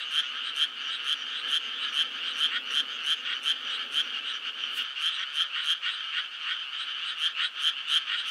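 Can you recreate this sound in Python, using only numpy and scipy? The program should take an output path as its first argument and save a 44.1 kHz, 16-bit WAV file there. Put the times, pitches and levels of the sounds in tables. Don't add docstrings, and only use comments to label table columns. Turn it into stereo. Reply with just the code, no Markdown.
import sys
import numpy as np
from scipy import signal
from scipy.fft import rfft, irfft, next_fast_len
from scipy.io import wavfile
from scipy.ndimage import uniform_filter1d

SR = 44100
rng = np.random.default_rng(int(sys.argv[2]) if len(sys.argv) > 2 else 0)


def write(x):
    x = np.atleast_2d(x).T
    wavfile.write(sys.argv[1], SR, np.round(np.clip(x, -1, 1) * 32767).astype(np.int16))

N = 366030
TIME = np.arange(N) / SR

# (time [s], level [dB])
RUMBLE_LEVEL = [(0.0, -67), (0.04, -63), (1.42, -60), (1.46, -52), (1.54, -58.5), (2.81, -55.5),
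                (3.18, -60.5), (4.01, -55.5), (4.33, -61.5), (4.8, -60)]
RUMBLE_END = [(4.83, -58), (4.88, -76), (8.3, -68.5)]
# (time [s], level [dB])
HUM_LEVEL = [(3.2, -92), (3.8, -70), (4.9, -74.5), (5.6, -72.5), (6.1, -84)]
WHINE_LEVEL = [(3.1, -88), (3.5, -65), (4.1, -69), (4.5, -90)]
# (frequency [Hz], relative level per Hz [dB])
RUMBLE_COLOUR = [(30, -68), (110, -21), (195, -9.5), (240, 5.5), (300, 0.5), (380, -3.5), (470, 3.5),
                 (660, -7.5), (800, -4), (1400, -29.5)]
HISS_COLOUR = [(30, -69), (70, -41), (125, -21), (200, 0), (600, 4.5), (1000, 10), (2500, 4), (7000, -5),
               (12500, -18.5), (15500, -18.5)]

# (frequency [Hz], width [Hz], relative level [dB])
FAR_VOICE = [(1409, 192, -7.5), (1652, 310, -7), (2660, 1180, -12.5), (3088, 226, 4), (3940, 2200, -65),
             (4240, 850, -22), (5560, 610, -27.5), (8400, 13300, -38)]
BRIGHT_VOICE = [(1490, 110, 3.5), (1706, 180, -2), (3220, 282, 11), (3780, 163, 5.5), (4490, 340, -16),
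                (6560, 2200, -25.5)]
BRIGHT_OVERTONE = [(8250, 410, 0)]
THIN_VOICE = [(1350, 530, -8.5), (3035, 340, 6), (4630, 1700, -20), (6270, 165, -16)]
NEAR_VOICE = [(1555, 267, -3.5), (3212, 343, -2.5), (3900, 690, -14), (4690, 374, -16)]
NEAR_OVERTONES = [(6630, 900, -21.5), (8700, 2900, -27), (9810, 324, -20.5), (10600, 3200, -36.5),
                  (14200, 3100, -33)]
DEEP_VOICE = [(1400, 920, -2), (3000, 330, 1), (4100, 1600, -36), (5716, 290, -4.5)]
HARSH_VOICE = [(1490, 230, 7.5), (1817, 290, 4), (2460, 570, -32), (3180, 274, 13.5), (3800, 1100, -21.5),
               (4620, 340, -10.5), (6100, 1300, -27), (8440, 350, -23.5)]
LEFT_FAR_VOICE = [(1380, 220, -14), (3027, 290, 0), (4270, 1130, -25), (5800, 560, -49)]

# (time [s], relative level [dB])
BRIGHT_CROAKS = [(.02, -27), (.48, -25.5), (.945, -23.5), (1.39, -27), (1.835, -26), (2.30, -26),
                 (3.745, -24), (4.30, -26.5), (5.15, -25.5), (5.635, -29), (5.935, -25.5), (6.82, -25.5),
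                 (7.09, -23.5), (7.45, -21.5), (7.93, -22), (8.195, -24.5)]
THIN_CROAKS = [(.10, -28.5), (.28, -29), (.83, -33), (1.31, -30.5), (1.655, -27), (1.89, -32),
               (2.155, -33.5), (2.95, -27), (3.19, -29), (6.43, -42)]
DEEP_CROAKS = [(.25, -38), (.88, -36), (1.215, -34), (1.94, -35), (2.375, -33.5), (2.73, -31),
               (3.05, -38.5), (3.38, -37.5), (3.705, -35.5), (4.055, -37.5), (4.355, -34), (4.655, -35.5),
               (5.21, -34)]
# (time [s], relative level [dB])
LEFT_FAR_CROAKS = [(3.292, -24.5), (4.18, -23), (4.49, -23.5), (4.81, -19), (4.995, -24), (5.865, -25),
                   (6.35, -30.5), (7.405, -31), (8.285, -26.5)]
# (time [s], relative level [dB], nominal pulse rate [Hz])
NEAR_CROAKS = [(0.1911, -20, 161.5), (0.6314, -19.5, 157.8), (1.1211, -21, 158.4), (1.5607, -19.5, 163.9),
               (2.0093, -20, 163.6), (2.4487, -19, 163.3), (2.7909, -18.5, 159.3), (3.1218, -19.5, 164.5),
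               (3.5041, -19.5, 163.6), (3.9961, -20, 163.7), (5.076, -21, 169.8), (5.4136, -21, 168.6),
               (5.715, -19.5, 170.4), (7.2609, -21.5, 171.2), (7.6798, -19, 163.6), (7.965, -17.5, 164.8),
               (8.345, -19.5, 163.7)]
HARSH_CROAKS = [(2.562, -25, 205), (3.322, -25.5, 198.2), (5.224, -28.5, 200.7), (5.592, -27, 191.7),
                (5.885, -25, 189.9), (6.185, -24.5, 185.6), (6.515, -25.5, 184), (7.435, -23.5, 198.8),
                (8.139, -24.5, 203.6)]
# (time [s], relative level [dB], bearing [-1 left to 1 right])
BANK_CROAKS = [(.42, -31, -0.82), (0.899, -29, 0.96), (1.463, -23, -0.95), (1.87, -22, -0.89),
               (2.259, -22, 0.87), (3.67, -27, -0.96), (3.811, -22.5, 0.95), (4.119, -23, 0.89),
               (4.351, -30, -0.71), (4.645, -25, 0.67), (6.007, -30, 1), (6.24, -26.5, -.9),
               (6.60, -27.5, -0.77), (6.77, -25, -0.81), (6.96, -28, 0.69), (7.79, -27.5, 0.58),
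               (8.209, -28.5, 0.77)]

# (time [s], depth [dB])
LULLS = [(.06, 2.5), (.335, -0.5), (.72, 3), (3.21, 4.5), (3.89, 5.5), (4.22, 2.5), (4.42, 3), (4.55, 2.5),
         (4.94, 3.5), (5.79, 4.5), (6.31, 7), (6.69, 5), (7.52, 4), (7.86, 5.5)]
# (frequency [Hz], gain [dB])
NEAR_LOWER_RING = [(1850, 0), (2300, -45)]
HARSH_LOWER_RING = [(1650, -4.5), (1950, -42.0)]
# (frequency [Hz], gain [dB])
LEFT_SHADOW = [(4500, 1.5), (7000, -6.5), (9000, -6.0), (11000, -6.5)]

# (time [s], level [dB])
STROKE_LEVEL = [(4.6, -110), (4.69, -70), (4.74, -53), (4.78, -42),
                (4.8, -55), (4.832, -54), (4.855, -88), (4.9, -110)]
# (time [s], level [dB])
BUMPS = [(3.945, -67), (4.835, -66)]
# (frequency [Hz], left minus right [dB])
PORT_BALANCE = [(900, 0.5), (1300, 2.5), (1550, 2.5), (1850, -2), (2200, 2.5), (3000, -1), (3500, -4.5),
                (4400, -2.5), (6000, -2), (8300, -3), (11000, -0.5)]

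PORT_LAG_S, CUTOFF_HZ = .00049, 15750
TUNING_SCATTER = .006
CHORUS_DB, HUSH_DB, HUSH_DELAY_S = -29.5, 2.5, .08
HUSH_S, LULL_S = .031, .042


def from_db(db):
    return 10 ** (np.asarray(db) / 20)


def rms_one(x):
    return x / np.sqrt(np.mean(x ** 2) + 1e-20)


def level(rows):
    return from_db(np.interp(TIME, *np.transpose(rows)))


def band(x, low_hz, high_hz, order=2):
    edges = [low_hz, min(high_hz, .45 * SR)]
    return signal.sosfilt(signal.butter(order, edges, "band", fs=SR, output="sos"), x)


def coloured(x, points, power=1):
    size = next_fast_len(N + SR // 10, real=True)
    hz, db = np.transpose(points)
    bins_hz = np.arange(size // 2 + 1) * SR / size
    curve = np.interp(np.log1p(bins_hz), np.log(hz), db)
    return irfft(rfft(x, size) * from_db(power * curve), size)[..., :N]


def stereo_noise(side_db):
    mid, side = rng.standard_normal((2, N))
    side = from_db(side_db) * side
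    return np.array([mid + side, mid - side])


def place(x, bearing, pan_db):
    lag = round(bearing * PORT_LAG_S * SR / 2)
    left = np.roll(x, lag) * from_db(pan_db / 2)
    right = np.roll(x, -lag) * from_db(-pan_db / 2)
    return np.array([left, right])


def bells(times, height_db, width_s):
    coarse = TIME[::100]
    shapes = np.exp(-((coarse[:, None] - times) / width_s) ** 2)
    return np.interp(TIME, coarse, np.sum(height_db * shapes, axis=1))


def pulse(voice, size=320):
    t = np.arange(size) / SR
    hz, width, db = np.transpose(voice)[:, :, None]
    damping = 3 / 2 * np.pi * width
    envelope = damping ** 2 * t * np.exp(-damping * t)
    wave = np.sum(from_db(db) * envelope * np.sin(2 * np.pi * hz * t), axis=0)
    wave = band(wave, low_hz=1205, high_hz=max(9000, 0.962 * hz.max()), order=7)
    return wave / np.abs(wave).max()


def croaking(croaks, voice, pulse_hz, swell_s, release_s, glide, quicken, jitter, uneven_db,
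             squareness=2, stop=2, bend=2.0, warm_up=0, whim=0.0148, count=24):
    climax, peak_db = np.transpose(croaks)[:2, :, None]
    timing, strength, tuning, haste = rng.standard_normal((len(croaks), 4, count)).transpose(1, 0, 2)
    rate = pulse_hz * np.exp(warm_up * climax + whim * haste[:, :1])
    t = (np.arange(count) - 2 * count // 3) / rate
    progress = np.clip(t / swell_s, -1.3, 1)
    swell = np.abs(t / swell_s) ** squareness
    release = np.abs(t / release_s) ** stop
    shape = np.exp(-np.where(t < 0, swell, release))
    gain = from_db(peak_db + uneven_db * strength) * shape
    start = (climax + t * (1 - quicken * progress) + jitter * timing / rate) * SR
    stretch = 1 - glide * (np.exp(-bend * progress) - 1) / np.expm1(bend) + TUNING_SCATTER * tuning
    wave = pulse(voice)
    fine = signal.resample_poly(wave, 4, 1)
    fine_at = np.linspace(0, len(wave), len(fine), endpoint=False)
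    at = np.ceil(start).astype(int)[..., None] + np.arange(len(wave))
    age = (at - start[..., None]) * stretch[..., None]
    rings = gain[..., None] * np.interp(age, fine_at, fine, right=0)
    inside = (at >= 0) & (at < N)
    return np.bincount(at[inside], rings[inside], N)


def rasp(x, low_hz, high_hz, smoothing_s=.0005):
    power = uniform_filter1d(band(x, low_hz, high_hz) ** 2, max(2, int(smoothing_s * SR)))
    turbulence = rms_one(band(rng.standard_normal(N), low_hz, high_hz, order=4))
    puffs = np.sqrt(np.abs(power)) * turbulence
    return band(puffs, low_hz, high_hz)


def vocal_sac(x, hz, width_hz, boost_db):
    ringing = signal.lfilter(*signal.iirpeak(hz, hz / width_hz, fs=SR), x + 1e-18)
    return x + (from_db(boost_db) - 1) * ringing


def shore(x, reeds_db, banks_db, reeds_t60, banks_t60, dull_hz):
    t = TIME[:SR // 2]
    reeds, banks = rng.standard_normal((2, 2, len(t))) * (t > .0015)
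    echo = 0
    for noise, db, t60 in ((reeds, reeds_db, reeds_t60), (banks, banks_db, banks_t60)):
        decay = np.exp(-np.log(1000) * t / t60)
        echo = echo + from_db(db) * rms_one(noise * decay) / np.sqrt(len(t))
    return x + signal.oaconvolve(x, band(echo, 450, dull_hz, order=1), axes=1)[:, :N]


def background():
    rumble = level(RUMBLE_LEVEL + RUMBLE_END) * rms_one(coloured(stereo_noise(side_db=-7.5), RUMBLE_COLOUR))
    hum = level(HUM_LEVEL) * rms_one(band(rng.standard_normal(N), 548, 564))
    hiss = from_db(-56.5) * rms_one(coloured(stereo_noise(side_db=-0.5), HISS_COLOUR))
    whine = level(WHINE_LEVEL) * rms_one(band(rng.standard_normal(N), 790, 850))
    return rumble + hum + whine + hiss


def far_frogs(count=16):
    out = np.zeros((2, N))
    for k in range(count):
        side = (-1) ** k
        frog = far_frog(body=2 * k / count - 1)
        out += place(frog, bearing=side * rng.uniform(0.89, 1), pan_db=side * -1.5)
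    out = shore(out, reeds_db=-5, banks_db=-10, reeds_t60=.06, banks_t60=.4, dull_hz=6500)
    loudness = np.sqrt(uniform_filter1d(np.mean(out ** 2, axis=0), SR // 12) + 1e-12)
    return chorus_effort() * out / loudness


def far_frog(body, count=28):
    nearness, pace = rng.uniform(-1, 1, 2)
    gaps, force = rng.standard_normal((2, count))
    times = np.cumsum(.37 + 0.046 * gaps) - rng.uniform(.37, .8)
    croaks = np.column_stack([times, 3 * nearness + 4 * force])
    voice = np.array(FAR_VOICE) * [np.exp(0.046 * body), 1, 1]
    return croaking(croaks, voice, pulse_hz=148 * np.exp(.17 * pace), whim=.08, swell_s=0.0501,
                    release_s=0.032, glide=0.081, bend=0.57, quicken=.06, jitter=0.02,
                    uneven_db=1.0, count=18)


def chorus_effort():
    loud_s = np.array(NEAR_CROAKS + HARSH_CROAKS)[:, 0]
    hush = bells(loud_s + HUSH_DELAY_S, HUSH_DB, HUSH_S)
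    lulls = bells(*np.transpose(LULLS), LULL_S)
    return from_db(CHORUS_DB - hush - lulls)


def neighbours():
    harsh = harsh_frog()
    body = coloured(harsh, HARSH_LOWER_RING)
    direct = place(body, bearing=-0.84, pan_db=-2.0) + place(harsh - body, bearing=-1, pan_db=-.5)
    direct = from_db(4.0) * direct
    direct += place(bright_frog(), bearing=0.95, pan_db=0.0)
    direct += place(deep_frog(), bearing=0.97, pan_db=-4.0)
    direct += place(thin_frog(), bearing=-0.89, pan_db=-3.0)
    direct += place(left_far_croaks(), bearing=-0.99, pan_db=-1.0)
    wet = shore(direct, reeds_db=-3.5, banks_db=-13, reeds_t60=.045, banks_t60=.25, dull_hz=7000)
    return from_db(4.5) * wet


def bright_frog():
    ring = croaking(BRIGHT_CROAKS, BRIGHT_VOICE, pulse_hz=133.3, warm_up=.024, swell_s=.064,
                    release_s=0.022, stop=3, glide=0.085, bend=.4, quicken=0.043, jitter=0.015,
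                    uneven_db=1.0)
    overtone = croaking(BRIGHT_CROAKS, BRIGHT_OVERTONE, pulse_hz=133.3, warm_up=0.027, swell_s=0.047,
                        release_s=0.024, glide=0.057, quicken=0.03, jitter=0.02, uneven_db=1.5,
                        squareness=2.7)
    return ring + from_db(-24.5) * overtone


def thin_frog():
    return croaking(THIN_CROAKS, THIN_VOICE, pulse_hz=133.7, swell_s=0.055, release_s=0.028,
                    glide=0, quicken=0.0337, jitter=0.029, uneven_db=0.0)


def near_frog():
    climax_s, _, pulse_hz = np.transpose(NEAR_CROAKS)
    pulsing = dict(pulse_hz=pulse_hz[:, None], quicken=.085, jitter=.008, whim=0)
    x = croaking(NEAR_CROAKS, NEAR_VOICE, swell_s=.062, release_s=.021, stop=4, glide=.105, bend=.9,
                 uneven_db=.7, squareness=2.5, **pulsing)
    x = x + from_db(-10) * rasp(x, low_hz=1250, high_hz=1850, smoothing_s=.003)
    x = x + from_db(-12) * rasp(x, low_hz=2750, high_hz=3700, smoothing_s=.001)
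    inflation_db = bells(climax_s, height_db=3.5, width_s=0.091)
    x = vocal_sac(x, hz=3270, width_hz=380, boost_db=4 + inflation_db)
    x = from_db(1.5) * x
    top = croaking(NEAR_CROAKS, NEAR_OVERTONES, swell_s=.072, release_s=0.021, stop=2.9, glide=0.098,
                   uneven_db=2.0, squareness=6.3, **pulsing)
    top = from_db(-10.0) * top
    top = top + from_db(-6) * rasp(top, low_hz=5400, high_hz=13200, smoothing_s=.0025)
    body = coloured(x, NEAR_LOWER_RING)
    direct = place(body, bearing=.85, pan_db=0)
    direct += place(x - body + top, bearing=.65, pan_db=0.0)
    direct[0] = coloured(direct[0], LEFT_SHADOW)
    return shore(direct, reeds_db=-3.5, banks_db=-17, reeds_t60=.022, banks_t60=.2, dull_hz=9000)


def deep_frog():
    return croaking(DEEP_CROAKS, DEEP_VOICE, pulse_hz=130.0, swell_s=0.0575, release_s=0.023,
                    glide=-0.03, quicken=0.0264, jitter=0.0204, uneven_db=2.5, squareness=3.0)


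def bank_frogs():
    out = np.zeros((2, N))
    for s, db, bearing in BANK_CROAKS:
        croak = croaking([(s, db)], FAR_VOICE, pulse_hz=146.6, whim=0.09, swell_s=0.0538,
                         release_s=0.026, glide=0.092, bend=.6, quicken=0.055, jitter=0.021,
                         uneven_db=3.0)
        out += place(croak, bearing, pan_db=bearing * -1.5)
    return from_db(1) * shore(out, reeds_db=-4, banks_db=-11, reeds_t60=.06, banks_t60=.45, dull_hz=6500)


def harsh_frog():
    x = croaking(HARSH_CROAKS, HARSH_VOICE, pulse_hz=np.array(HARSH_CROAKS)[:, 2:], swell_s=0.055,
                 release_s=0.02, stop=3.5, glide=0.14, bend=.6, quicken=0.08, jitter=0.018,
                 uneven_db=1.5, squareness=3.8)
    return x + from_db(-10) * rasp(x, low_hz=1405, high_hz=2760, smoothing_s=.001)


def left_far_croaks():
    return croaking(LEFT_FAR_CROAKS, LEFT_FAR_VOICE, pulse_hz=142.4, swell_s=0.0435, release_s=0.014,
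                    glide=0.047, quicken=0.0312, jitter=0.04, uneven_db=0.0, squareness=11)


def hand():
    friction = rng.standard_normal((2, N)) * from_db(3 * rng.standard_normal(N))
    out = level(STROKE_LEVEL) * rms_one(band(friction, 1200, 14000, order=1))
    for s, db in BUMPS:
        thud = rms_one(band(rng.standard_normal(N), 25, 120))
        out += from_db(db) * thud * np.exp(-((TIME - s) / 0.008) ** 2)
    return out


def scene():
    frogs = near_frog() + neighbours() + bank_frogs() + far_frogs()
    return band(frogs, low_hz=500, high_hz=19000) + background() + hand()


def record(dry):
    left = coloured(dry[0], PORT_BALANCE, power=1 / 2)
    right = coloured(dry[1], PORT_BALANCE, power=-1 / 2)
    top_cut = signal.ellip(12, .1, 90, CUTOFF_HZ, fs=SR, output="sos")
    return signal.sosfilt(top_cut, np.array([left, right]))


dry = scene()
out = record(dry)
write(out)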